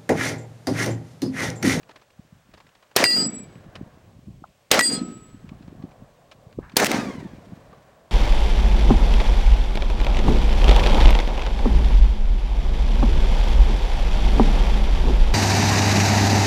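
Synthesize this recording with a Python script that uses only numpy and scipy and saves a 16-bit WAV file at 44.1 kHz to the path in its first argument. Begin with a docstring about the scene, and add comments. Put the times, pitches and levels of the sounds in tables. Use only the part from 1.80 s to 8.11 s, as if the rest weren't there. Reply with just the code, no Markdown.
"""Gear ticks and light wind thumps the microphone; then a rifle fires three single shots on a dry hillside.
Each blast is a burst of coloured noise that overloads the input and rolls back from the slopes as
fading noise and low thuds. The bolt clacks in short noise bursts; twice the thrown case tumbles past,
ringing as a sum of sines. Bullets whirr off the slope as blurred gliding partials.
Wind, rush and rustle are coloured noise; eddies are short low wavelets; ticks are rough knocks with a scratch."""
import sys
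import numpy as np
from scipy import signal
from scipy.fft import rfft, irfft
from scipy.io import wavfile
from scipy.ndimage import map_coordinates

SR = 44100
rng = np.random.default_rng(int(sys.argv[2]) if len(sys.argv) > 2 else 0)


def master_out(mix):
    """Clip the mix to full scale and print it as 16-bit PCM to the path in sys.argv[1]."""
    frames = np.transpose(np.atleast_2d(mix))
    ceiling = np.clip(frames, -1, 1)
    pcm = np.round(ceiling * 32767).astype(np.int16)
    wavfile.write(sys.argv[1], SR, pcm)


def to_linear_factor(level_db):
    """Convert decibel levels (scalar or array-like) to linear amplitude factors."""
    exponent = np.asarray(level_db, float) / 20
    return 10 ** exponent


N = 278271
T = np.arange(N) / SR

# muzzle blasts: (time [s], level [dB], hold [s])
BLASTS = [(1.163, -8.5, 0.004), (2.914, -3.5, 0.003), (4.9675, -7, 0.0035)]
# colour of ticks and of the hammer: (frequency [Hz], relative density [dB per Hz])
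TICK_TONE = [(180, -23), (300, -3.5), (911, -11.5), (1380, -12.5), (1770, -7.5), (4330, -15.5),
             (12000, -40.5), (15600, -68.5), (22000, -120)]
# colour of the electronics' hiss and of the clacks' crack: (frequency [Hz], relative density [dB per Hz])
HISS = [(700, -16), (1300, -3.5), (2500, 0.5), (5000, -5.5), (8000, -7), (10000, -14), (15000, -14.5),
        (15900, -22.5), (16300, -56.5)]
# air around the microphone: (time [s], buffet [dB], distant rush [dB], rustle [dB])
AIR = [(0.0, -66, -67, -69), (0.082, -68, -54, -63), (0.262, -69, -65, -69.5), (0.4, -59, -62.5, -70.5),
       (0.53, -57.5, -66, -67.5), (0.75, -56, -67.5, -67), (1.1, -79.5, -63, -67.5),
       (1.65, -46.5, -56, -62), (1.986, -46.5, -52, -59.5), (2.232, -54.5, -60, -66),
       (2.526, -43.5, -61.5, -81), (2.85, -71, -65, -73.5), (3.5, -43, -63.5, -65.5),
       (4.082, -49, -52.5, -64), (4.47, -60, -57.5, -68.5), (4.702, -55, -55, -70),
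       (4.795, -38, -61.5, -79), (4.83, -40.5, -59.5, -49.5), (4.95, -53, -62.5, -60),
       (5.45, -38.5, -49, -63.5), (5.826, -51.5, -52, -62), (6.31, -80, -55.5, -64.5)]


def unit(x):
    """Scale to rms 1."""
    return x / np.sqrt(np.mean(x ** 2) + 1e-20)


def curves(rows, t=T):
    """Each column after the time, read at times t."""
    s, *cols = np.transpose(rows)
    return [np.interp(t, s, c) for c in cols]


def wobble(rate):
    """A smooth random curve, rate knots a second."""
    knots = rng.standard_normal(int(N * rate / SR) + 4)
    return map_coordinates(knots, [T * rate])


def noise(spectrum):
    """Noise of rms 1 with the given colour."""
    f, db = np.transpose(spectrum)
    hz = np.fft.rfftfreq(N, 1 / SR)
    gain = to_linear_factor(np.interp(np.log(hz + 1), np.log(f + 1), db))
    return unit(irfft(rfft(rng.standard_normal(N)) * gain, N))


def bursts(events, tone, t60):
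    """Noise that starts at once, holds, then falls 60 dB per t60 seconds."""
    env = np.zeros(N)
    for s, db, hold in events:
        t = T - s
        env += (t >= 0) * to_linear_factor(db - 60 * np.clip(t - hold, 0, 1) / t60)
    return env * noise(tone)


def wavelets(events, cycles):
    """Soft pushes of a few cycles: rows of (centre [s], level [dB], pitch [Hz])."""
    s, db, hz = np.transpose(events)[:, :, None]
    at = np.clip(np.round(s * SR).astype(int) + np.arange(-1500, 1500), 0, N - 1)
    u = (at / SR - s) * hz  # cycles from the centre
    swing = np.sin(2 * np.pi * u + rng.uniform(0, 2 * np.pi, s.shape))
    push = to_linear_factor(db) * swing * np.exp(-(u / cycles) ** 2)
    return np.bincount(at.ravel(), push.ravel(), N)


def air():
    """Lumpy buffeting, a far rush, rustling grass, the electronics' hiss and a thin wavering whistle."""
    # colours: (frequency [Hz], relative density [dB per Hz])
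    buffet_tone = [(12, -45), (20, 1.5), (86, -7.5), (129, -3.5), (376, -22.5), (400, -20), (520, -48),
                   (880, -120)]
    rush_tone = [(150, -2.5), (250, -9), (361, -9), (589, -0.5), (753, -5), (876, -12.5), (1130, -8.5),
                 (1400, -37), (1820, -57), (3080, -120)]
    rustle_tone = [(470, -36.5), (800, -10), (1670, -10), (3470, -37), (4000, -31.5), (5200, -65),
                   (8800, -120)]
    # whistle: pitch [Hz], level [dB]
    whistle_hz, whistle_db = (15735, -80)
    hiss_db = -67.5
    buffet_db, rush_db, rustle_db = curves(AIR)
    buffet = to_linear_factor(buffet_db) * unit(noise(buffet_tone) * to_linear_factor(4 * wobble(30)))
    rush = to_linear_factor(rush_db + 0.81 * wobble(17)) * noise(rush_tone)
    rustle = to_linear_factor(rustle_db + 0.45 * wobble(18)) * noise(rustle_tone)
    hiss = to_linear_factor(hiss_db) * noise(HISS)
    whistle = to_linear_factor(whistle_db) * np.sin(2 * np.pi * whistle_hz * T) * wobble(200)
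    return buffet + rush + rustle + hiss + whistle


def thumps():
    """Each wind eddy pushes the membrane through a cycle or two."""
    # strong thumps: (time [s], level [dB], pitch [Hz])
    strong = [(0.396, -31.5, 168), (0.53, -38, 140), (0.745, -43, 130), (1.604, -31, 215),
              (2.014, -22.5, 233), (2.032, -28.5, 128), (2.475, -31, 144.3), (2.49, -32.5, 164.2),
              (2.506, -33, 141), (2.623, -34, 243.2), (3.357, -30.5, 226), (3.72, -26, 187),
              (3.81, -31.5, 210), (3.883, -29, 189.7), (3.928, -32, 262), (4.041, -21, 218),
              (4.052, -28, 230), (4.224, -32, 174.7), (4.67, -34.5, 121), (4.78, -25, 158.2),
              (4.789, -14.5, 343), (4.941, -28.5, 200.6), (5.43, -25, 248), (5.444, -42, 224.3),
              (5.536, -27.5, 188), (5.724, -29.5, 197), (5.734, -28, 166)]
    eddies, eddy_db, eddy_hz = 60, 8.5, 180  # lesser thumps at random, dB over the buffeting
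    s, size, pitch = rng.uniform(0, 1, (eddies, 3)).T
    s = s * T[-1]
    small_db = curves(AIR, s)[0] + eddy_db + 6 * size
    small_hz = eddy_hz * (.75 + .55 * pitch)
    small = np.transpose([s, small_db, small_hz])
    return wavelets(np.concatenate([strong, small]), cycles=0.54)


def ticks():
    """A short rough knock at its own pitch, with a scratch on top; faint ones rattle around the strong."""
    # ticks of gear and gravel: (time [s], level [dB], pitch [Hz], scratch over the knock [dB])
    strong = [(0.03, -33.5, 2600, -5.5), (0.089, -32, 810, -9), (0.109, -38, 1340, -1),
              (0.157, -38, 807, -2.5), (0.214, -44.5, 850, -3), (0.303, -43.5, 2520, 0),
              (0.736, -36, 925, -4), (0.774, -39.5, 833, -7), (0.801, -37, 1005, -7),
              (0.866, -38, 1750, -1.5), (0.89, -43.5, 3000, 2.5), (0.949, -53, 1000, 5),
              (1.025, -45.5, 1100, 1.5), (1.112, -45.5, 1140, 1), (1.754, -39, 2590, -1.5),
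              (1.953, -32.5, 1013, 2.5), (2.638, -29, 1032, -35), (3.236, -40.5, 3030, -11),
              (3.69, -28, 2390, -5), (3.719, -38, 763, -25), (3.823, -52, 1206, 5), (3.875, -43.5, 900, -6),
              (4.022, -40.5, 783, -9.5), (4.109, -41, 810, -11), (4.513, -39.5, 853, 3.5),
              (4.669, -68, 877, -13), (4.726, -48, 1800, 7), (4.787, -35, 794, -24),
              (4.895, -40.5, 2500, 7.5), (4.917, -45.5, 1260, 4.5), (5.926, -33.5, 815, -18)]
    t60_s, t60_hz = 0.047, 1000  # ring time at that pitch; higher knocks are shorter
    faint_count, faint_db, rattle_s = 20, -56, .06
    scratch, knock = np.zeros(N + SR), np.zeros(N + SR)
    t = np.arange(SR // 10) / SR
    faint = rng.uniform(0, 1, (faint_count, 4)) * [1, 5, 2500, 4.6] + [0, faint_db, 900, 0]
    # each faint tick falls near a strong one picked at random
    near = np.array(strong)[(faint[:, 0] * len(strong)).astype(int), 0]
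    faint[:, 0] = np.abs(near + rattle_s * rng.standard_normal(faint_count))
    for s, db, hz, scratch_db in np.concatenate([strong, faint]):
        t60 = t60_s * t60_hz / hz
        env = (1 - np.exp(-t / 0.0036)) * to_linear_factor(db - 60 * t / t60)
        start = round(s * SR)
        add = slice(start, start + len(t))
        scratch[add] += to_linear_factor(scratch_db) * env
        knock[add] += env * np.sin(2 * np.pi * hz * t)
    scratches = scratch[:N] * noise(TICK_TONE) * to_linear_factor(2.0 * wobble(470))
    return scratches + knock[:N] * (0.21 + wobble(900))


def ricochet():
    """A glancing bullet whirrs away, tumbling unevenly, so each partial is a blurred band."""
    # glides, two after the first shot and one after the third: (time [s], pitch [Hz])
    glides = [
        [(1.33, 2650), (1.4, 2950), (1.47, 3200)],
        [(1.42, 2150), (1.55, 2300), (1.62, 2390), (1.76, 2100)],
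        [(5.1, 1430), (5.22, 1230), (5.32, 1078), (5.43, 930), (5.58, 755), (5.8, 581)],
    ]
    # one row a glide: (swell [s], level [dB], fall [dB/s], overtones [dB])
    levels = [(.04, -45, 80, -30), (.07, -52, 50, -30), (.1, -36, 65, -4)]
    out = np.zeros(N)
    for rows, (swell, level_db, fall, overtone_db) in zip(glides, levels):
        pitch, t = curves(rows)[0], T - rows[0][0]
        rise = np.clip(t / swell, 0, 1) ** 3
        end = np.clip((rows[-1][0] - T) / 0.073, 0, 1)
        env = rise * to_linear_factor(level_db - fall * np.clip(t - swell, 0, 1)) * end
        for k, db in enumerate([0, overtone_db, overtone_db - 8.0, overtone_db - 10.5], 1):
            phase = 2 * np.pi * np.cumsum(k * pitch * (1 + .012 * wobble(90))) / SR
            flutter = .9 + .5 * wobble(60 + 50 * k)
            out += env * to_linear_factor(db) * flutter * np.sin(phase)
    return out


def ring(hz, db):
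    """One mode of the case: a sine of the given rms level at a random phase."""
    return to_linear_factor(db) * np.sqrt(2) * np.sin(2 * np.pi * hz * T + rng.uniform(0, 2 * np.pi))


def case():
    """Tube modes of the thrown case, their levels turning with the tumble; the second throw is a little lower."""
    # throws: (time [s], first end-on moment [s], half turn [s])
    throws = [(1.242, 1.341, .173), (2.995, 3.013, .096)]
    # pitch factor of each throw, for all but the two long modes
    doppler = [1, .9968]
    # per throw, one row a group (main, mouth, high, side, long high, long low):
    # (level at the throw [dB], drift [dB/s], hold [s], then fall [dB/s], loss when end-on [dB])
    group_levels = [
        [(-21.5, -13, 0.17, 416, -1.4), (-29.5, -56.5, 0.1, 1009, 0.5), (-32, -36.5, 0.17, 306, 4),
         (-34, 27, 0.21, 702, 2.85), (-47, 94, 0.25, 175, 52), (-62, 128.5, 0.16, 139, 2)],
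        [(-25, 70, .12, 403.5, 13), (-18.5, -200, 0.041, 896.5, 1.8), (-20.5, -49, .14, 369.5, 25),
         (-34.5, 7.5, 0.17, 420, 10), (-33.5, -49, 0.49, 132, 6), (-73.5, 194, 0.16, 59, 0)],
    ]
    # modes of the first four groups: pitches [Hz]
    mode_hz = [
        [4795, 6508, 9000, 9588, 10045, 11079, 11434, 12026, 12586, 13103, 14142, 15073],
        [1949, 2756, 4204],
        [8174, 7022, 10410, 13080, 14180, 15200],
        [4928, 4212, 3380],
    ]
    # per throw, levels of those modes over their group [dB]
    mode_db = [
        [[2.5, -41.5, -48.5, -38, -38.5, -46.5, -46, -31.5, -40.5, -36.5, -39, -40], [1.5, -3.5, -4], [2.5, -10,
         -53.5, -49, -50.5, -52.5], [0.5, -24.5, -28]],
        [[-0.5, -27, -45, -32, -46, -41, -45, -43.5, -49.5, -52.5, -53.5, -52], [3.5, -16, -15.5], [1.5, -11,
         -27, -26, -38, -37], [-2, -2.5, -13.5]],
    ]
    # the two longest modes: pitch in each throw [Hz]
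    linger_hz = [(7792, 7811), (1275, 1276)]
    # faint lasting main ring: level at each throw [dB]
    rings_on_db = [-44, -51.5]
    rings_on_fall = 75  # dB/s
    out = np.zeros(N)
    for throw, ((s, end_on, half_turn), shift) in enumerate(zip(throws, doppler)):
        t = T - s
        side_on = np.sin(np.pi * (T - end_on) / half_turn) ** 2
        groups = [(np.multiply(hzs, shift), dbs) for hzs, dbs in zip(mode_hz, mode_db[throw])]
        groups += [([hz[throw]], [0]) for hz in linger_hz]
        lasting_db = rings_on_db[throw] - rings_on_fall * np.abs(t) + 3 * wobble(45)
        out += (t > 0) * ring(mode_hz[0][0] * shift, lasting_db)
        for (hzs, dbs), (db0, drift, hold, fall, fade_db) in zip(groups, group_levels[throw]):
            level = db0 + drift * np.clip(t, 0, hold) - fall * np.clip(t - hold, 0, 1)
            face = (t > -.003) * np.sqrt(side_on + (1 - side_on) * to_linear_factor(-2 * fade_db))
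            out += face * ring(hzs[0], level + dbs[0])
            # the other modes waver and follow the tumble less
            for hz, db in zip(hzs[1:], dbs[1:]):
                waver_db = 4.0 * wobble(30) + 3.4 * wobble(150)
                out += (t > 0) * face ** 0.52 * ring(hz, level + db + waver_db)
    return out


def hill_folds():
    """Strong and lesser folds of the hill as rows of (delay [s], level [dB], pitch [Hz]); far ones answer lower."""
    # folds that answer loudest: (time after the shot [s], level over the low echo [dB])
    loudest = [(.043, 34.5), (.075, 37), (.145, 46), (.165, 37.5), (.178, 44), (.201, 35), (0.222, 41.5),
               (.242, 28), (0.266, 37), (.305, 41), (.321, 37.5), (.335, 33), (0.388, 38.5), (0.416, 31.5)]
    small_count, small_db, small_spread_s = 9, 31.5, .45
    near_hz, sag_hz_per_s, scatter = 278, 120, .05
    small = rng.uniform(0, 1, (small_count, 2)) * [small_spread_s, 4] + [.02, small_db]
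    s, db = np.concatenate([loudest, small]).T
    hz = (near_hz - sag_hz_per_s * s) * (1 + scatter * rng.standard_normal(len(s)))
    return np.transpose([s, db, hz])


def echo():
    """Scattered returns; the air eats the treble as the path grows, and each fold sends back a low thud."""
    # common echo of ground and slopes, before each shot's own changes: (time after the shot [s],
    # density near 700 Hz, 250 Hz, 3.2 kHz, 5.8 kHz [dB per Hz])
    decay = [(.005, -52.5, -46, -55.5, -57), (0.01, -52.5, -58, -59, -63.5), (0.07, -48, -53.5, -69, -66.5),
             (.078, -57, -57, -68.5, -66.5), (.115, -63.5, -54.5, -72, -78),
             (0.146, -56.5, -65, -70, -74.5), (.2, -55.5, -57.5, -72.5, -76), (.33, -71.5, -62.5, -91, -92),
             (.52, -88.5, -78, -99, -107), (0.802, -97.5, -86.5, -104, -112), (1.2, -100, -95, -110, -118)]
    # how each shot comes back: (level [dB], dip of the whole echo [dB], lasting loss in the middle [dB],
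    # lasting loss in the treble [dB], extra level near 3.2 kHz [dB])
    returns = [(1.7, 11.5, 7.5, 4, 2), (2.5, 9, 10.5, 5.5, 3), (1.8, -0.9, 1.1, -1.4, -2)]
    dip_at_s, dip_width_s, dull_from_s, dull_takes_s = 0.15, 0.057, .08, 0.096
    out = np.zeros(N)
    folds = hill_folds()
    for (shot, *_), (level_db, dip_db, mid_db, treble_db, upper_db) in zip(BLASTS, returns):
        hz, t, z = signal.stft(rng.standard_normal(N), SR, nperseg=256)
        t = t - shot
        whole = level_db - dip_db * np.exp(-((t - dip_at_s) / dip_width_s) ** 2)
        dull = np.clip((t - dull_from_s) / dull_takes_s, 0, 1)
        loss = np.outer([mid_db, 0, treble_db, treble_db], dull)
        mid, low, upper, high = np.array(curves(decay, t)) + whole - loss
        # the slope carries on above
        top = high + 1.6 * (high - mid) + 3.3 - 1.8 * treble_db * np.clip(t / .3, 0, 1)
        knots = [(70, low - 30), (200, low), (330, low - .3), (550, mid + 2.6), (800, mid - 2),
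                 (1150, mid - 9), (1800, (mid + upper) / 2 + 1.6), (3200, upper + upper_db),
                 (5800, high), (15000, top)]
        # draw straight lines between the knots over log frequency, frame by frame
        f = np.log([k[0] for k in knots])
        db = np.array([k[1] for k in knots])
        place = np.interp(np.log(hz + 1), f, np.arange(len(f)))
        k = np.minimum(place.astype(int), len(f) - 2)
        share = (place - k)[:, None]
        shape = (1 - share) * db[k] + share * db[k + 1]
        tail = signal.istft(z * to_linear_factor(shape), SR, nperseg=256)[1][:N]
        tail = tail * np.sqrt(SR / 2) * to_linear_factor(1.7 * wobble(70))  # density per Hz to amplitude
        thuds = wavelets(folds + [shot, 0, 0], cycles=1.0)
        thuds = to_linear_factor(np.interp(T - shot, t, low)) * thuds
        live = (T > shot) * np.clip((shot + decay[-1][0] - T) / 0.053, 0, 1)
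        out += live * (tail + thuds)
    return out


def shots():
    """The hammer falls, the muzzle blast follows, and the action clacks: a knock with a bright crack."""
    # bolt and ejection clacks: (time [s], knock [dB], hold [s], crack [dB])
    clacks = [(1.187, -20.5, 0.0048, -33.5), (1.2404, -3.5, 0.0016, -12), (1.257, -23, 0.0024, -30),
              (2.9439, -20.5, 0.0022, -22.5), (2.9921, -7.5, 0.0025, -21.5), (3.0088, -18, 0.0033, -20.5),
              (4.9995, -24, 0.0033, -21), (5.0455, -25.5, 0.00079, -15), (5.0575, -30, 0.0047, -21.5),
              (5.0655, -28, 0.004, -19.5), (5.1153, -20, 0.0019, -22.5)]
    # colours: (frequency [Hz], relative density [dB per Hz])
    blast_tone = [(120, -29.5), (250, 7.5), (750, 4.5), (2000, -7), (4500, 2.5), (8000, -7), (12000, -9.5),
                  (16000, -18.5), (17500, -60)]
    clack_tone = [(180, -39.5), (300, -17), (1660, 6), (2240, 6.5), (3410, -17.5), (4770, 1),
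                  (15200, -23.5), (16500, -40.5)]
    hammer = bursts([(s - .008, -36, .006) for s, *_ in BLASTS], TICK_TONE, t60=.01)
    blast = bursts(BLASTS, blast_tone, t60=.006)
    knock = bursts([(s, db, hold) for s, db, hold, _ in clacks], clack_tone, t60=0.0028)
    crack = bursts([(s, db, hold) for s, _, hold, db in clacks], HISS, t60=0.0075)
    return hammer + blast + knock + crack


def scene():
    """All sources at one microphone."""
    background = air() + thumps() + ticks()
    return (background + ricochet() + case() + echo() + shots())[None]


def low_pass(x):
    """Removes everything above the highest recorded frequency."""
    return signal.sosfilt(signal.butter(12, 16970, fs=SR, output="sos"), x)


def record(dry):
    """The microphone loses deep bass and the top; the input stage softly clips the blasts."""
    bass_cut = signal.butter(2, 55, "high", fs=SR, output="sos")
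    top_cut = signal.ellip(8, .5, 60, 15950, fs=SR, output="sos")
    heard = signal.sosfilt(top_cut, signal.sosfilt(bass_cut, dry))
    clipped = heard / (1 + np.abs(heard / .6) ** 8) ** (1 / 8)  # never beyond 0.6
    return low_pass(clipped)


dry = scene()
out = record(dry)
master_out(out)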